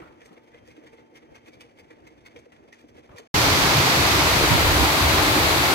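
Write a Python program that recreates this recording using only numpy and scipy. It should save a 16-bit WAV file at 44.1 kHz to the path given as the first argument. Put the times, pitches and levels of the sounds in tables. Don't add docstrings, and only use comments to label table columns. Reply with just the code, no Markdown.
import sys
import numpy as np
from scipy import signal
from scipy.fft import rfft, irfft, next_fast_len
from scipy.io import wavfile

SR = 44100
rng = np.random.default_rng(int(sys.argv[2]) if len(sys.argv) > 2 else 0)


def waveform_to_disk(signal):
    frames = np.transpose(np.atleast_2d(signal))
    scaled = np.clip(frames, -1, 1) * 32767
    samples = np.round(scaled).astype(np.int16)
    wavfile.write(sys.argv[1], SR, samples)


N = 253134
T = np.arange(N) / SR

# peak_s, level_db, pitch_hz, nudge_db (push on the housing), swell_s, treble_db,
# clean_share (squeak, 0-1)
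SCUFFS = [(.003, -51, 2000, -56, .005, -11, .1), (.079, -57, 2150, -54, .006, -9, 0.2),
          (.217, -52.5, 1860, -47.5, 0.013, -4, .4), (.261, -56, 2140, -51, 0.011, 9, .05),
          (.333, -62, 2200, -54, .012, 4, .05), (.376, -57, 2050, -47, 0.012, -10, .2),
          (.44, -64, 2250, -58, 0.013, -1, .1), (.485, -62, 2200, -54, .012, -1, .1),
          (0.546, -53.5, 1970, -48, 0.011, -10, .25), (.577, -58, 2100, -55, 0.0095, -13, .2),
          (.679, -56, 1920, -49, .014, 4, 0.2), (.713, -56.5, 2400, -56, 0.016, 3, .15),
          (.766, -55.5, 2200, -54, .004, -3, .15), (.812, -64, 2050, -66, .003, -8, .4),
          (.837, -60, 2150, -56, .002, -1, .05), (.871, -51, 1850, -53, 0.0061, -3, .3),
          (.935, -56.5, 2200, -48, .011, -2, 0), (.986, -55.5, 2060, -49, .008, -9, .3),
          (1.166, -47.5, 2140, -55, 0.0088, 1, .2), (1.226, -58.5, 2000, -54, .006, -13, .2),
          (1.356, -48.5, 2100, -51.5, 0.0081, -4.5, 0), (1.464, -55, 2150, -61, .006, 1, 0),
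          (1.479, -52, 2130, -44.5, 0.0067, 0, 0), (1.538, -54, 2300, -52, 0.009, 1, .25),
          (1.609, -44.5, 2300, -53, 0.0025, 2, 0.34), (1.795, -52.5, 2070, -48.5, 0.0082, 3, .1),
          (1.845, -63, 2250, -58, 0.0066, -5, 0.2), (1.908, -50.5, 1940, -45, .004, -8, .35),
          (2.071, -49, 2130, -52, 0.0034, -1, .3), (2.264, -47, 2100, -55, 0.0058, -1, 0.1),
          (2.362, -48.5, 2210, -43.5, 0.002, -4, .25), (2.391, -56.5, 2300, -51, 0.0044, 3, .15),
          (2.522, -53, 2050, -58, .0015, -3, .15), (2.654, -70, 2100, -57, 0.011, -3, .1),
          (2.728, -46, 1880, -66, .002, -0.5, 0.63), (2.79, -59, 2050, -62, 0.0046, 5, .1),
          (2.808, -58.5, 1850, -60, .003, 3, .2), (2.89, -62, 2150, -58, .007, 7, .05),
          (2.984, -54.5, 2090, -46, 0.02, -2, 0), (3.043, -61, 2300, -54, .005, -5, .15),
          (3.168, -49.5, 2370, -47, 0.005, 2, .2), (3.184, -43.5, 1830, -50, .003, 4, 0.1)]
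# freq_hz, gain_db
SCRAPE = [(150, -24), (500, -19), (900, -1), (1200, -3), (1500, -5), (1900, -1.5), (2400, -0.5), (2800, -7),
          (3400, -2.5), (3900, -12.5), (4700, -10), (5900, -9.5), (7500, -16), (11500, -21.5), (15500, -25)]
# time_s, turn (share)
TURN = [(3.35, 0.049), (4.15, 0.28), (4.55, 1.13), (5.7, 1.23)]


def amp(db):
    return 10 ** (np.asarray(db) / 20)


def evened(x):
    return x / np.sqrt(np.mean(x ** 2) + 1e-20)


def read(table, hz):
    f, *columns = np.transpose(table)
    return np.array([np.interp(np.log(hz + 1), np.log(f + 1), c) for c in columns])


def curve(table):
    return np.interp(T, *np.transpose(table))


def filtered(x, gain):
    size = next_fast_len(x.shape[-1], True)
    spectrum = rfft(x, size) * gain(np.fft.rfftfreq(size, 1 / SR))
    return irfft(spectrum, size)[..., :x.shape[-1]]


def coloured(x, table):
    return filtered(x, lambda hz: amp(read(table, hz)))


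def mode(hz, centre_hz, width_hz):
    return 1j * hz * width_hz / (centre_hz ** 2 - hz ** 2 + 1j * hz * width_hz)


def wander(rate_hz):
    return evened(filtered(rng.standard_normal(N), lambda hz: np.exp(-(hz / rate_hz) ** 2)))


def from_left(x, same, lag_s=0.0004755):
    late = filtered(x[0], lambda hz: np.exp(-2j * np.pi * hz * lag_s))
    return np.array([x[0], same * late + np.sqrt(1 - same ** 2) * x[1]])


def port_noise():
    # freq_hz, likeness (0-1), left_lead_rad
    ports = [(60, .88, .1), (220, .77, 0), (380, .78, -.1), (570, .68, -.5), (850, .55, -.8),
             (1250, .2, -1.1), (1650, .38, -3.6), (2200, .07, -3.2), (5000, .03, -3)]
    left, other = rng.standard_normal((2, N)) * np.sqrt(SR / 2)
    same = lambda hz: np.clip(read(ports, hz)[0], 0, 1)
    shared = filtered(left, lambda hz: same(hz) * np.exp(-1j * read(ports, hz)[1]))
    own = filtered(other, lambda hz: np.sqrt(1 - same(hz) ** 2))
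    return np.array([left, shared + own])


def add(mix, start_s, sound):
    at = round(start_s * SR)
    sound = sound[:, max(-at, 0):]
    part = mix[:, max(at, 0):][:, :sound.shape[1]]
    part += sound[:, :part.shape[1]]


def puff(peak_s, length_s, centre_hz, width):
    window = np.exp(-((T - peak_s) / length_s) ** 2 / 2)
    noise = rng.standard_normal(N) * window
    push = filtered(noise, lambda hz: abs(mode(hz, centre_hz, width * centre_hz)) ** 2)
    return push * np.linalg.norm(window) / np.linalg.norm(push)


def still_air():
    # freq_hz, gain_db
    air_colour = [(25, -102), (58, -82.5), (120, -80.5), (200, -87), (245, -88), (305, -76.5), (400, -83),
                  (510, -83.5), (750, -88), (1300, -99.5), (2300, -100), (2800, -106), (3900, -116),
                  (6000, -115), (8000, -125), (15000, -129)]
    air_db, lumpy_db = -1, 2
    bass_db, uneven_db, uneven_hz = -3, 3.5, 7
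    lumps = evened(filtered(rng.standard_normal(N), lambda hz: np.exp(-hz / 25)))
    noise = rng.standard_normal((2, N)) * np.sqrt(SR / 2) * amp(air_db + lumpy_db * lumps)
    air = from_left(coloured(noise, air_colour), same=0.62)
    bass = filtered(air, lambda hz: 1 / (1 + (hz / 190) ** 4))
    return air + bass * (amp(bass_db + uneven_db * wander(uneven_hz)) - 1)


def tone(pitch_hz, waver_db=1.5):
    waver = evened(filtered(rng.standard_normal(N), lambda hz: np.exp(-hz / 2)))
    return amp(waver_db * waver) * np.sqrt(2) * np.sin(2 * np.pi * pitch_hz * T)


def switched(runs, ramp_s=0.025):
    strength = np.zeros(N)
    for start_s, stop_s, level_db in runs:
        inside_s = np.minimum(T - start_s, stop_s - T)
        strength += amp(level_db) * np.clip(inside_s / ramp_s + 0.5, 0, 1)
    return strength


def motors():
    # pitch_hz, level_db
    hum_line = (236.5, -68)
    # start_s, stop_s, level_db (added to the idle whine)
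    whine_runs = [(0, 0.204, -72), (.38, .57, -72), (0.863, 1.13, -74), (1.27, 1.48, -75), (1.82, 2, -72.5),
                  (2.16, 2.38, -77.5)]
    # start_s, stop_s, level_db
    whistle_runs = [(.43, .52, -83), (.58, .66, -78), (.78, 1.2, -88), (1.26, 1.46, -82)]
    whine_hz, whine_idle_db, whistle_hz = 885, -87, 3149
    hum = amp(hum_line[1]) * tone(hum_line[0])
    whine = (amp(whine_idle_db) + switched(whine_runs)) * tone(whine_hz)
    whistle = switched(whistle_runs) * tone(whistle_hz)
    return hum + whine + whistle


def thumps():
    # peak_s, level_db, length_s, centre_hz
    jogs = [(0.027, -51.5, .016, 90), (0.317, -58, .014, 150), (3.109, -49, .008, 80),
            (3.15, -50, 0.0095, 105)]
    return sum(amp(db) * puff(s, length_s, centre_hz, width=1.3) for s, db, length_s, centre_hz in jogs)


def knocks():
    # peak_s, level_db, upper_db (upper mode over lower)
    lone_knocks = [(.008, -40.5, -12), (.322, -43.5, -11), (.787, -44, -24), (.842, -50, 16),
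                   (1.134, -47, 0), (1.331, -47.5, 14), (1.654, -48.5, 1), (2.015, -51, -12),
                   (2.114, -50, -6), (2.469, -48, 16), (2.85, -44, -14), (3.159, -48, 7),
                   (3.206, -41.5, 10)]
    # centre_hz, width_hz (both scaled by the grip)
    housing = [(315, 23), (480, 23)]
    push_s, lead_s, grip_spread = 0.00698, 0.04, 0.022
    nudge_lag_s, nudge_upper_db = 0.00699, 7
    out, t = np.zeros((2, N)), np.arange(SR // 4) / SR - lead_s
    nudges = [(s + nudge_lag_s, nudge_db, nudge_upper_db) for s, _, _, nudge_db, *_ in SCUFFS]
    for s, db, upper_db in lone_knocks + nudges:
        force = rng.standard_normal((2, len(t))) * np.exp(-(t / push_s) ** 2)
        grip = np.exp(grip_spread * rng.standard_normal())

        def response(hz):
            lower, upper = (mode(hz * grip, *m) for m in housing)
            return (lower + amp(upper_db) * upper) * mode(hz, 380, 600)

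        body = filtered(force, response)
        body = np.sqrt(2) * body / abs(body).max(1, keepdims=True)
        add(out, s - lead_s - push_s, amp(db) * body)
    return from_left(out, same=0.7)


def rubbing():
    # peak_s, level_db, rise_s, pitch_hz
    rubs = [(.02, -49, 0.061, 1380), (.32, -58.5, 0.09, 1280), (3.093, -50, 0.002, 1150)]
    # freq_hz, gain_db
    rub_colour = [(150, -11), (350, 3), (700, -0.5), (950, 0), (1150, -0.5), (1550, -6), (2500, -11),
                  (6000, -29), (15000, -35)]
    ring, ring_width_hz, fade_s = 1.3, 200, 0.084
    catch_db, catch_hz = 2, 70
    out = np.zeros((2, N))
    for s, db, rise_s, pitch_hz in rubs:
        noise = coloured(rng.standard_normal((2, N)), rub_colour)
        scrape = filtered(noise, lambda hz: 1 + ring * mode(hz, pitch_hz, ring_width_hz))
        envelope = np.exp(-np.maximum((s - T) / rise_s, (T - s) / fade_s))
        out += amp(db) * evened(scrape) * envelope
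    return from_left(out * evened(amp(catch_db * wander(catch_hz))), same=0.21)


def rustle():
    slips_per_s, level_db, spread_db = 140, -68, 3
    die_s, dull_hz = 0.0041, 5000
    t = np.arange(SR // 15) / SR
    strength = amp(spread_db * np.minimum(rng.exponential(1, N), 3))
    hits = (rng.random(N) < slips_per_s / SR) * strength
    contact = signal.oaconvolve(hits, t * np.exp(-t / die_s))[:N]
    slips = filtered(rng.standard_normal((2, N)) * contact, lambda hz: 1 / np.hypot(1, hz / dull_hz))
    return amp(level_db) * evened(from_left(coloured(slips, SCRAPE), same=0.63))


def ripple(depth_db, count=110):
    gain_db = depth_db * np.clip(rng.standard_normal(count), -2, 2)
    return np.transpose([np.geomspace(900, 15000, count), gain_db])


def squeak(pitch_hz, size, wobble=0.025, wobble_hz=90):
    drift = evened(filtered(rng.standard_normal((2, size)), lambda hz: np.exp(-hz / wobble_hz)))
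    turns = np.cumsum(pitch_hz * (1 + wobble * drift), axis=1) / SR + rng.random((2, 1))
    return np.sqrt(2) * np.sin(2 * np.pi * turns)


def scuffs():
    ring, ring_width_hz, treble_hz = 0.85, 260, 3500
    ragged_db, grit, slip_samples = 4, 0.39, 30
    lead_s, steep, fall_s, snap, snap_s = 0.08, 1.8, 0.016, 0.31, 0.0016
    tail_db, tail_s, tail_hz = -11, 0.07, 5000
    out, t = np.zeros((2, N)), np.arange(SR // 3) / SR - lead_s
    after_s = np.maximum(t, 0)
    release = np.exp(-(after_s / fall_s) ** 2) + snap * (t > 0) * np.exp(-after_s / snap_s)
    for s, db, pitch_hz, _, swell_s, treble_db, clean_share in SCUFFS:
        slips = coloured(rng.standard_normal((2, len(t))), ripple(ragged_db))
        steps = np.repeat(rng.standard_normal(len(t)), slip_samples)[:len(t)]
        slips = slips * np.exp(grit * steps)

        def shell(hz):
            shelf = hz ** 4 / (hz ** 4 + treble_hz ** 4)
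            return (1 + ring * mode(hz, pitch_hz, ring_width_hz)) * amp(treble_db * shelf)

        scrape = evened(filtered(coloured(slips, SCRAPE), shell))
        clean = np.sqrt(clean_share) * squeak(pitch_hz, size=len(t))
        contact = np.sqrt(1 - clean_share) * scrape + clean
        stroke = (1 - amp(tail_db)) * contact * release
        dull = filtered(scrape, lambda hz: 1 / np.hypot(1, hz / tail_hz))
        ringing = amp(tail_db) * dull * np.exp(-after_s / tail_s)
        swell = 1 / (1 + abs(np.minimum(t, 0) / swell_s) ** steep)
        add(out, s - lead_s, amp(db) * (stroke + ringing) * swell)
    return from_left(out, same=0.71)


def wind():
    # freq_hz, gain_db (before levelling)
    rumble_colour = [(22, -35), (33, -21), (47, -4), (57, -2), (66, -0.5), (76, 3.5), (88, -3.5),
                     (103, -1.5), (118, -5), (131, 0.5), (146, -5), (180, -8.5), (260, -26), (600, -63)]
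    # time_s, deep_gain_db
    gust = [(3.35, -4.5), (3.85, -7), (4.35, 0.5), (4.62, 1.5), (4.8, 4.5), (4.95, -5), (5.2, 1), (5.7, -3)]
    # peak_s, level_db (before the port gains), length_s, centre_hz, port (0 left to 1 right)
    buffets = [(3.504, -24, 0.016, 85, 0.46), (3.55, -27, 0.011, 300, 0.44), (3.622, -26.5, .016, 70, 0.44),
               (3.78, -21.5, 0.027, 129, .5), (4.022, -22.5, 0.027, 85, 0.45),
               (4.145, -23.5, 0.023, 105, 0.47), (4.434, -20, 0.015, 75, 0.64),
               (4.441, -21, 0.019, 365, 0.44), (4.546, -19.5, 0.026, 116, 1), (4.709, -20, 0.037, 96, 0.67),
               (4.787, -25, .05, 315, 0.56), (4.83, -15.5, 0.011, 70, 0.75),
               (5.042, -17, 0.025, 71.4, 0.47), (5.127, -26, 0.028, 100, 0.44),
               (5.369, -22, 0.024, 316, 0.48)]
    base_db, lumpy_db, lumpy_hz = -26.5, 1, 8
    deep_hz, upper_db, upper_turn_db = 105, 2, -3
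    rumble = evened(coloured(port_noise(), rumble_colour)) * amp(base_db + lumpy_db * wander(lumpy_hz))
    deep = filtered(rumble, lambda hz: 1 / (1 + (hz / deep_hz) ** 8))
    upper = (rumble - deep) * amp(upper_db + upper_turn_db * curve(TURN))
    out = deep * amp(curve(gust)) + upper
    for s, db, length_s, centre_hz, port in buffets:
        port_gains = np.sqrt(2) * np.array([[1 - port], [port]])
        out += amp(db) * port_gains * puff(s, length_s, centre_hz, width=0.52)
    return out


def near_drops():
    drops_per_s, spread_db, across = 2600, 3.5, 0.18
    size = amp(spread_db * np.minimum(rng.exponential(1, (2, N)), 5)) * rng.choice([-1, 1], (2, N))
    hits = size * (rng.random((2, N)) < drops_per_s / SR)
    kind, t = rng.integers(0, 24, (2, N)), np.arange(256) / SR
    near = np.zeros((2, N))
    for k in range(24):
        splash = evened(rng.standard_normal(len(t)) * np.exp(-t / 0.00032))
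        near += signal.oaconvolve(hits * (kind == k), splash[None], axes=1)[:, :N]
    near[0] = (near[0] + across * np.roll(near[1], 10)) / np.hypot(1, across)
    return evened(filtered(near, lambda hz: hz / (hz + 1200))) * np.sqrt(SR / 2)


def rain():
    # freq_hz, left_gain_db, right_gain_db
    wash_colour = [(40, -72, -85), (231, -57, -58.5), (295, -49, -49), (454, -53, -57), (945, -51, -52.5),
                   (1810, -54.5, -56), (2210, -55.5, -52.5), (2870, -58.5, -57.5), (4600, -58.5, -56.5),
                   (5270, -65, -59), (6230, -65.5, -60.5), (7750, -68.5, -69), (8720, -69.5, -70),
                   (9550, -72, -77.5), (11860, -66.5, -72), (15500, -76, -79.5)]
    # freq_hz, left_gain_db, right_gain_db
    turned_colour = [(500, -0.17, 0.26), (2500, -.5, -1.3), (4000, 0, -1.46), (5600, -1.5, -4),
                     (9100, 0, 0.4), (15000, -1, 4.5)]
    near_db, flicker_db = -8, 0.38
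    flicker = evened(filtered(rng.standard_normal((2, N)), lambda hz: 1 / (1 + (hz / 35) ** 2)))
    far = port_noise() * amp(flicker_db * flicker)
    wash = coloured(far + amp(near_db) * near_drops(), wash_colour)
    return wash + curve(TURN) * (coloured(wash, turned_colour) - wash)


def scene():
    quiet_end_s, rain_start_s = 3.276, 3.341
    handling = thumps() + knocks() + rubbing() + rustle() + scuffs()
    quiet = (still_air() + motors() + handling) * np.clip((quiet_end_s - T) / 0.0025, 0, 1)
    downpour = (wind() + rain()) * np.clip((T - rain_start_s) / 0.0028, 0, 1)
    return quiet + downpour


def record(dry):
    edge_hz = 15850
    lowpass = signal.firwin(701, edge_hz, window=("kaiser", 9), fs=SR)
    return signal.oaconvolve(dry, lowpass[None], "same")


dry = scene()
out = record(dry)
waveform_to_disk(out)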